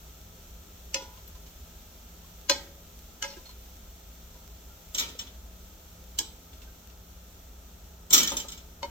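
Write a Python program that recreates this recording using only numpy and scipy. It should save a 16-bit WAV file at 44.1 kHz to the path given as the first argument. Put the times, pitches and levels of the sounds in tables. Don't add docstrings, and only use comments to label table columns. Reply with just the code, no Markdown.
import sys
import numpy as np
from scipy import signal
from scipy.fft import rfft, irfft, next_fast_len
from scipy.io import wavfile
from scipy.ndimage import uniform_filter1d

SR = 44100
rng = np.random.default_rng(int(sys.argv[2]) if len(sys.argv) > 2 else 0)


def convert_level_to_amplitude(level_db):
    exponent = np.asarray(level_db, float) / 20
    return 10 ** exponent


def file_out(sig):
    cols = np.atleast_2d(sig).T
    lim = np.clip(cols, -1, 1)
    pcm = np.round(lim * 32767).astype(np.int16)
    wavfile.write(sys.argv[1], SR, pcm)


N = 392487
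RING = 2 ** 14


def level(x, db):
    return x * convert_level_to_amplitude(db) / np.sqrt(np.mean(x ** 2))


def early(x):
    return x / np.sqrt(np.mean(x[..., :512] ** 2))


def read(table, hz):
    table_hz, value = np.transpose(table)
    return np.interp(np.log(np.maximum(hz, 1)), np.log(table_hz), value)


def colour(x, table, tilt_db=0):
    size = next_fast_len(x.shape[-1])
    hz = np.fft.rfftfreq(size, 1 / SR)
    gain_db = read(table, hz) + tilt_db * np.log2(np.maximum(hz, 500) / 4000)
    return irfft(rfft(x, size) * convert_level_to_amplitude(gain_db), size)[..., :x.shape[-1]]


def noise(size):
    return rng.standard_normal((2, size))


def fade(t60, size=RING):
    return 1000. ** (-np.arange(size) / SR / np.maximum(t60, .005))


def walk(rate):
    hold = int(SR / rate)
    steps = np.repeat(rng.standard_normal(N // hold + 1), hold)
    return 1.3 * uniform_filter1d(uniform_filter1d(steps, hold), hold)[:N]


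def ring(hz, db, t60, choke_s, size=RING, waver=0, slow_hz=20000):
    hz, db, t60 = (np.asarray(v)[:, None] for v in (hz, db, t60))
    start, off = rng.random((2, len(hz)))
    side_start = start + .25 * np.sign(off - .5) + .1 * np.sin(40 * off)
    turn = np.exp(2j * np.pi * np.array([start, side_start])) * convert_level_to_amplitude(db.T)
    t = np.arange(size) / SR
    choke = 0.084 + np.exp(-(t / choke_s) ** 2 * (hz / 4000))
    build = 1 - np.exp(-hz * np.maximum(hz / slow_hz, 1) * t / 5)
    modes = np.exp((2j * np.pi * hz - np.log(1000) / t60) * t) * build * choke
    if waver:
        beat = 2 * np.pi * 29.42 * (.5 + off[:, None]) * t
        modes = modes * (1 - waver * np.sin(beat / 2 + np.sin(beat / 3)) ** 2)
    return np.pad((turn @ modes).imag, ((0, 0), (0, RING - size)))


def strike(body, contact_ms, clash_db, clash_t60, clash, tilt_db=0):
    build = 1 - np.exp(-np.arange(RING) / SR * 1000 / max(contact_ms, .1))
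    grain = convert_level_to_amplitude(uniform_filter1d(rng.standard_normal(RING), size=40) * 9.0)
    blur = colour(noise(RING) * fade(clash_t60) * grain * build, clash, tilt_db)
    return np.array([early(body * build), convert_level_to_amplitude(clash_db) * early(blur)])


def add(track, s, sound, db):
    i = int(s * SR)
    track[..., i:i + RING] += (early(sound) * convert_level_to_amplitude(db - 12))[..., :N - i]


# start in seconds, peak level in dB,
# time until food and hand choke the ring in seconds, hardness as a tilt in dB per octave.
TAPS = [
    (0.943, -18.5, 0.26, 0.5),
    (2.496, -9.5, 0.055, 1.5),
    (3.224, -22, 0.24, 1),
    (6.187, -17, 0.041, 6.5),
    (8.829, -22.5, 0.086, -5.5),
]
# pitch in Hz, level in dB, t60 in seconds.
PAN_MODES = [
    [(328, -21.5, 0.38), (542, -0.5, 0.22), (860, -18, 1), (981.2, -7.5, 0.575), (1267, -15, 0.13),
     (1441.5, -18.5, 0.68), (1847, -5, 0.082), (2064, -9, 0.176), (2224, -3.5, 0.088), (2557, -2, 0.148),
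     (2588.4, -0.5, 0.097)],
    [(323.1, -12, 0.141), (561, -1, 0.135), (888, -24.5, 0.54), (1007, -1, 0.0694), (1267, -16, 0.15),
     (1585, -1.5, 0.044), (1978, -14.5, 0.047), (2200, -18.5, 0.167), (2400, -24, 0.23), (2503, -12, 0.156),
     (2570, -12.5, 0.117)],
    [(369.5, -17.5, 0.25), (541, -11.5, 0.51), (986, -8, 0.36), (866.3, -7.5, 0.378), (1298, -2, 0.134),
     (1418, -11, 0.223), (1639.6, 5, 0.137), (2110, -1, 0.086), (2304, -9.5, 0.13), (2570, -7.5, 0.286)],
    [(329.2, 4.5, 0.1244), (972.7, 2.5, 0.1015), (1110.5, -20.5, 0.5), (1713, -21, 0.47),
     (1966, -10.5, 0.095), (2185, -6.5, 0.112), (2280, -2, 0.074), (2595, -19.5, 0.17)],
    [(337.8, -19, 0.276), (565.6, -1, 0.1065), (938.3, 2.5, 0.105), (991, -3, 0.076), (1073, -15, 0.111),
     (1440, -45, 2.0), (1640, -31.5, 0.092), (1825, -42.5, 5.0), (2157, -19, 0.132)],
]
# pitch in Hz, level in dB, t60 in seconds.
TONGS_MODES = [
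    [(2866, 1, 0.113), (2900, -22, 0.58), (3400, -15.5, 0.43), (4183, -10, 0.12), (4200, -8.5, 0.125),
     (4450, -7, 0.1), (4755, 0, 0.085), (5070, -5, 0.215), (5846, -13, 0.34), (5620, 3.5, 0.044),
     (6300, 1, 0.071), (6860, -6.5, 0.078), (5130, -6, 0.18), (7590, -4.5, 0.055)],
    [(2917, -5, 0.0695), (3080, -18, 0.19), (3440, -16, 0.25), (3900, -16, 0.174), (4178, -5, 0.096),
     (4734, -5.5, 0.103), (4840, -16.5, 0.3), (5160, -16, 0.207), (5290, -11, 0.107), (5816, -13.5, 0.216),
     (6148, -9, 0.065), (6450, -10.5, 0.087), (6750, -4, 0.052), (7420, -10, 0.055)],
    [(2880, -2.5, 0.162), (3036, -1.5, 0.082), (3460, -12, 0.187), (4247, -4.5, 0.1), (4470, -17, 0.11),
     (4900, -17, 0.156), (5020, -13.5, 0.52), (5250, -12, 0.296), (5766, -7.5, 0.155), (6046, 1.5, 0.081),
     (6390, -16, 0.195), (6790, -0.5, 0.082), (7460, -5, 0.041), (8000, -26, 0.2)],
    [(2929, -2.5, 0.082), (3100, 5.5, 0.036), (3290, -2.5, 0.11), (4000, -7.5, 0.077), (4398, -12.5, 0.061),
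     (5014, -4.5, 0.155), (5380, -4.5, 0.094), (5440, -13.5, 0.2), (6290, -7, 0.134), (5850, -15.5, 0.14),
     (6434, -3.5, 0.126), (6920, -9, 0.115), (7480, 3, 0.069), (7740, -10.5, 0.05)],
    [(3023, -2.5, 0.082), (3703, -6, 0.083), (4270, -4, 0.11), (4530, -7, 0.095), (4940, -14, 0.2),
     (5740, -13, 0.126), (6330, -16.5, 0.16), (6860, -32.5, 0.31), (6993, -35, 5.0), (7500, -33.5, 0.75)],
]
TONGS_DB = [0, 0.5, 2.5, 8, -11.5]
# frequency in Hz, level in dB per Hz.
PAN_CLASH = [(150, -27), (300, -14), (1000, -14.5), (1800, -8), (3000, -4.5), (5500, -7.5), (7500, -13),
             (8300, -14), (9200, -35), (10500, -24.5), (11600, -15), (16000, -30)]


def pan_taps():
    out = np.zeros((2, 2, N))
    for (s, db, choke_s, tilt_db), base, tongs, tongs_db in zip(TAPS, PAN_MODES, TONGS_MODES, TONGS_DB):
        arms = [(f, f_db + tongs_db, ring_s) for f, f_db, ring_s in tongs]
        hz, mode_db, t60 = np.transpose(base + arms)
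        body = ring(hz, mode_db, np.minimum(t60, 0.82), choke_s, waver=0.541, slow_hz=1110)
        clash_db = -7 + 0.65 * tilt_db
        add(out, s, strike(body, 0.87, clash_db, 0.0267, PAN_CLASH, tilt_db), db)
    return out


# start in seconds, peak level in dB, pitch in
# Hz, t60 in seconds, clash level in dB.
TOUCHES = [(1.02, -38, 425.6, 0.033, -3), (1.172, -45.5, 1042, 0.038, -2.5),
           (1.276, -54, 4090, 0.0205, -1.5), (1.276, -43, 13450, .07, -17), (1.35, -48, 1015, 0.082, -2),
           (1.463, -49.5, 6300, .05, 10.5), (2.243, -48, 1087, 0.044, -7.5), (3.30, -42, 5120, 0.26, -1),
           (3.30, -45.5, 4290, 0.16, -9.5), (3.335, -48, 2847, 0.163, -3.5), (3.325, -41, 560, 0.062, -5.5),
           (3.367, -37, 355.8, 0.051, -11.5), (3.455, -43.5, 4270, 0.3, -1.5),
           (3.49, -47, 4270, 0.18, -7.5), (3.49, -44.5, 1010, 0.036, -3), (4.345, -53.5, 966.4, 0.48, -2),
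           (4.70, -56, 1381, 0.37, -13), (5.15, -41.5, 490, 0.032, -9.5), (6.53, -49, 3515, 0.049, 4),
           (6.617, -46.5, 2675, 0.047, 5), (6.672, -55.5, 1557, 0.21, -13), (6.898, -50.5, 2774, .04, 6.5),
           (2.515, -20.5, 4233, 0.092, -20), (2.579, -43, 4220, 0.062, -11.5),
           (3.243, -32.5, 2110, 0.064, -3.5), (3.244, -43.5, 5130, .15, -1.5),
           (3.277, -44, 5855, 0.21, -9.5), (4.998, -42, 1271, 0.135, -14), (8.147, -28, 1268, 0.158, -16),
           (8.164, -25, 1260, 0.147, -8)]


def light_touches():
    out = np.zeros((2, 2, N))
    for s, db, touch_hz, t60, clash_db in TOUCHES:
        body = ring([touch_hz], [0], [t60], 0.062, size=RING // 2)
        add(out, s, strike(body, 0.75, clash_db, 0.125, PAN_CLASH), db)
    return out


# frequency in Hz, level in dB per Hz.
GRATE = [(130, -35), (220, -3.5), (350, -1.5), (600, -14), (900, -2), (1500, -32.5)]


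def grate():
    out = np.zeros((2, 2, N))
    for s, db, *_ in TAPS:
        body = ring([260], [0], [.1], .05)
        add(out, s, strike(body, 7.75, 12.6, 0.1696, GRATE), db - 22.5)
    return out


def wire_octaves(hz):
    return np.log2(np.clip(hz, 3290, 8240) / 3290)


# start in seconds, peak level in dB, plate thud against it in dB,
# tilt in dB per octave, pitch of the wire struck in Hz.
KNOCKS = [(4.9463, -24.5, -15, -5, 7480), (4.976, -29.5, -14.5, 2.5, 5750), (4.982, -19.5, -25, -5.5, 3860),
          (4.9949, -21.5, -16.5, -5.5, 3600), (5.006, -32, -7.5, -9, 3700), (5.0229, -32, -7.5, -17, 3900),
          (5.042, -42.5, -15, -15.5, 3100), (5.0875, -38, -7.5, -10, 5750),
          (5.1897, -32, -14.5, -6.5, 7480), (5.194, -35.5, -16, -12, 3400), (5.2117, -47.5, -1.5, -2, 7480),
          (5.2683, -43.5, -8.5, -12.5, 3460), (8.105, -23.5, -8.5, -2, 7460),
          (8.1254, -21.5, -37, -6, 6600), (8.130, -9, -24.5, 1.5, 5750), (8.1334, -5.5, -21.5, 2, 7460),
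          (8.138, -19.5, -19, 10, 6600), (8.1457, -13.5, -17, -6, 5750), (8.153, -21.5, -15, 2.5, 7400),
          (8.1632, -20, -11, -7, 3500), (8.1776, -12, -33, -4.5, 6540), (8.186, -23, -5.5, -2, 3900),
          (8.198, -25.5, -19, -14.5, 5750), (8.204, -21, -19.5, -8.5, 7460), (8.23, -19, -15.5, -3.5, 6570),
          (8.2733, -21, -25, -5, 5750), (8.3182, -29.5, -2, -8, 6600), (8.3674, -21.5, -16.5, -2, 6870),
          (8.399, -31.5, -33.5, -5, 5750), (8.4834, -34, -32.5, -4.5, 7460),
          (8.519, -34.5, -20.5, -4.5, 7460), (8.576, -42, -30.5, -7, 7377)]
# pitch in Hz, level in dB, t60 in seconds.
RACK_MODES = [(1815.3, -17, 0.384), (1999, -11, 0.216), (2300.3, -9.5, 0.254), (2469, -13.5, 0.195),
              (2896, -12.5, 0.21), (3080, -3.5, 0.168), (3488, -8.5, 0.099), (3400, -0.5, 0.093),
              (3594, -6, 0.095), (3714, -4, 0.105), (4055, -5, 0.117), (4220, -11, 0.102),
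              (5050, -3, 0.054), (5450, -14, .07),
              (5584, -3, 0.067), (5830, -4.5, 0.074), (6670, 3.5, 0.088), (6850, -1.5, 0.055),
               (7342, 2, 0.061), (5745, 4.5, 0.09), (7470, 8.5, 0.0455), (8120, -7, 0.1),
               (7800, -14.5, 0.091), (11470, -5.5, 0.12), (12620, -4.5, 0.085), (5915, -8.5, 0.078),
               (13400, -10, 0.063), (14800, -1.5, 0.07)]
# frequency in Hz, level in dB per Hz.
RACK_CLASH = [(900, -24), (1300, -10.5), (1700, -19.5), (2100, -15.5), (2650, -11.5), (3100, -10),
              (3900, -6), (4500, -11), (5000, -5), (5350, -8.5), (5750, -11), (6200, -4.5), (6650, -7),
              (7050, -8.5), (7450, -15), (8200, -9), (8700, -28.5), (9500, -27), (10700, -19.5),
              (11700, -11), (16000, -8.5)]
# pitch in Hz, level in dB, t60 in seconds.
PLATE_MODES = [(220.8, -2.5, 0.051), (267.8, 2, 0.1295), (353.5, -3.5, 0.218), (582.9, -8.5, 0.25),
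               (923, -8.5, 0.52), (1024.7, -9.5, 0.204), (1291, -13, 0.39), (1351, -11.5, 0.18)]
# frequency in Hz, level in dB per Hz.
THUD = [(120, -18), (200, 4), (300, -3), (500, -5.5), (1000, -16.5), (1400, -12.5), (2000, -23)]


def rack():
    out = np.zeros((2, 2, N))
    hz, wire_db, t60 = np.transpose(RACK_MODES)
    plate = ring(*np.transpose(PLATE_MODES), 0.1)
    before = 0
    for s, db, thud_db, tilt_db, struck_hz in KNOCKS:
        bend, mix = rng.standard_normal((2, len(hz)))
        struck_db = 3.5 * np.exp(-(np.log2(hz / struck_hz) / 0.084) ** 2)
        mode_db = wire_db + 1.63 * mix + struck_db + tilt_db * wire_octaves(hz)
        wires = ring(hz * (1 + 0.00271 * bend), mode_db, t60, 0.46, size=RING // 2)
        clash = [(f, f_db + tilt_db * wire_octaves(f)) for f, f_db in RACK_CLASH]
        clash_db = -5.5 + 3 * np.exp(-(s - before) / 0.138)
        contact_ms = 0.43 * 2 ** (-db / 48)
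        add(out, s, strike(wires, contact_ms, clash_db, 0.176, clash), db)
        add(out, s, strike(plate, 1.9, 4.55, 0.229, THUD), db + thud_db)
        before = s
    return out


# start in seconds, peak level in dB.
PLATE_TAPS = [
    (8.317, -27.5),
    (8.444, -37),
]
# pitch in Hz, level in dB, t60 in seconds.
RIM = [(354, -10.5, 0.103), (560, 7, 0.059), (897, -3, 0.145), (1230, 0, 0.086)]


def plate_rim():
    out = np.zeros((2, 2, N))
    for s, db in PLATE_TAPS:
        body = ring(*np.transpose(RIM), .04)
        add(out, s, strike(body, 1.0, -0.97, 0.085, GRATE), db)
    return out


# start in seconds, peak
# level in dB, pitch in Hz, t60 in seconds.
TICKS = [(1.135, -45.5, 1000, 0.083), (3.245, -36.5, 560, 0.227), (3.243, -35, 933, 0.13),
         (3.365, -44.5, 1630, 0.066), (3.37, -44.5, 1002, 0.22), (4.947, -32, 5745, 0.078),
         (4.947, -36, 3510, .1), (4.984, -36.5, 3600, 0.09), (4.998, -29, 3418, 0.092),
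         (5.02, -35.5, 3810, .12), (5.088, -42, 5745, 0.077), (5.190, -33.5, 5700, .07),
         (5.193, -33.5, 3044, 0.107), (5.208, -39.5, 7470, 0.11), (5.035, -35.5, 2350, 0.146),
         (5.06, -47, 2400, 0.115), (5.212, -37, 3580, 0.083), (6.1875, -26, 5250, 0.106),
         (6.1875, -31, 6334, 0.136), (6.1875, -38.5, 2300, 0.072), (6.19, -39, 1650, 0.13),
         (8.110, -29, 7470, .1), (8.112, -29.5, 3700, .15), (8.127, -17.5, 6595, .1),
         (8.143, -20.5, 5670, 0.056), (8.24, -29.5, 3080, 0.206), (8.291, -26.5, 6570, 0.092),
         (8.302, -32.5, 5745, .08), (8.302, -30, 7470, 0.098), (8.399, -33, 3080, 0.24),
         (8.399, -33, 7470, 0.105), (8.467, -51.5, 7470, .2), (8.52, -40, 3080, 0.27),
         (8.486, -41, 4000, 0.11), (8.285, -36, 3600, 0.204), (8.31, -36, 3450, .15),
         (8.832, -33.5, 2170, 0.117)]


def ticks():
    out = np.zeros((2, N))
    for s, db, tick_hz, t60 in TICKS:
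        add(out, s, ring([tick_hz], [0], [t60], 0.04, size=RING // 4), db)
    return out


# frequency in Hz, t60 in seconds.
ROOM_T60 = [(300, 0.592), (1200, 0.42), (4000, 0.323), (12000, 0.155)]


def kitchen(x):
    echo = np.zeros((2, RING))
    for hz, t60 in ROOM_T60:
        band = [(hz / 4, -40), (hz / 2, -3), (hz, 0), (hz * 2, -3), (hz * 4, -40)]
        echo = echo + colour(noise(RING), band) * fade(t60)
    tone = rfft(echo, 2 * RING)
    power = abs(tone) ** 2
    even = (uniform_filter1d(power, size=200) / power) ** .3
    echo = irfft(tone * even)[:, :RING] * (1 - fade(0.0216))
    return signal.fftconvolve(x[:1], level(echo, -6.5 - 10 * np.log10(RING)), axes=1)[:, :N]


# frequency in Hz, level in dB per Hz.
FIZZ = [(1060, -15.5), (1800, -3), (2390, -0.5), (2640, 0.5), (3710, 0.5), (5150, -1), (5800, 1),
        (7090, 0.5), (8060, -2.5), (9330, -12.5), (10600, -8.5), (12200, -0.5), (15100, 2), (16000, -6.5)]
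# time in seconds, level in dB.
FRYING = [
    (0, -62.5),
    (3.599, -62.5),
    (5.499, -63),
    (8, -64.5),
    (8.9, -64),
]


def oil():
    s, db = np.transpose(FRYING)
    specks = 1 + 0.44 * convert_level_to_amplitude(4.3 * rng.exponential(size=N)) * (rng.random(N) < .02)
    flicker_db = .45 * walk(12) + .3 * walk(1.5)
    fizz = level(colour(noise(N) * specks, FIZZ), 5.62)
    return fizz * convert_level_to_amplitude(np.interp(np.arange(N) / SR, s, db) + flicker_db)


# frequency in Hz, level in dB per Hz.
RUMBLE = [(12, -34.5), (24, -24), (33, -4.5), (43, -3), (54, 2), (71, 2), (86, -6.5), (104, -8),
          (118, -40.5), (139, -39.5), (150, -36), (200, -48), (330, -120)]
# frequency in Hz, level in dB per Hz.
AIR = [(76, -52.5), (130, -11.5), (156, -14.5), (172, -6), (300, -11), (418, -8.5), (478, -17.5),
       (517, -7.5), (553, -17), (647, -9.5), (716, -15), (1000, -17.5), (1130, -17), (1270, -14.5),
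       (1480, -20.5), (1900, -25.5), (2470, -60.5), (4180, -120)]
# pitch in Hz, wander in Hz, level in dB.
HUM = [(170.37, 5, -64.5), (218, 16, -70.5), (56.77, 1.8183, -56), (32.02, 1.98, -62)]


def background():
    out = level(colour(noise(N), RUMBLE), -52.5) * convert_level_to_amplitude(0.16 * walk(2.8))
    out += level(colour(noise(N), AIR), -59) * convert_level_to_amplitude(0.07 * walk(12.0))
    for hz, wander_hz, db in HUM:
        phase = 2 * np.pi * np.cumsum(hz + wander_hz * walk(5.0)) / SR
        out += level(np.sin(phase) * convert_level_to_amplitude(2.0 * walk(7.1)), db)
    return out


def ports(mid_side, width, lag=0):
    mid = mid_side[0]
    side = colour(mid_side[1], width)
    return np.array([mid + side, np.roll(mid - side, lag)])


# frequency in Hz, side minus mid in dB.
ROOM_WIDTH = [(60, -22), (110, -21.5), (200, -18), (380, -8.5), (700, -4), (1290, -0.5), (2380, -2.5),
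              (4400, -0.5), (8120, 0.5), (15000, 0)]
# frequency in Hz, side minus mid in dB.
HIT_WIDTH = [(60, -17.5), (110, -27.5), (200, -11), (380, -10.5), (700, -13), (1290, -1.5), (2380, -4),
             (4400, 1.5), (8120, 2.5), (15000, -0.5)]


def scene():
    pan_lag, rack_lag = 3, 8
    taps = pan_taps() + light_touches() + grate()
    knocks = rack() + plate_rim()
    rings, clashes = taps + knocks
    echoes = kitchen(clashes + convert_level_to_amplitude(-11) * rings)
    near = ports(taps[0], HIT_WIDTH) + ports(taps[1] + echoes, HIT_WIDTH, pan_lag)
    near += ports(knocks.sum(axis=0), HIT_WIDTH, rack_lag)
    return near + ports(oil() + background(), ROOM_WIDTH) + ports(ticks(), HIT_WIDTH, rack_lag)


def band_limit(x):
    return signal.sosfilt(signal.butter(12, 15950, fs=SR, output="sos"), x)


# frequency in Hz, gain in dB.
TOP = [(15850, 0), (16000, -30), (16950, -70)]


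def record(dry):
    ceiling = 1.1
    ahead = level(rng.standard_normal(1024) * fade(0.0297, size=1024), -12.5 - 10 * np.log10(1024))
    smear = signal.fftconvolve(dry, ahead[None, ::-1], axes=1)[:, 1023:]
    rounded = np.tanh(ceiling * (dry + smear)) / ceiling
    return band_limit(colour(rounded, TOP))


dry = scene()
out = record(dry)
file_out(out)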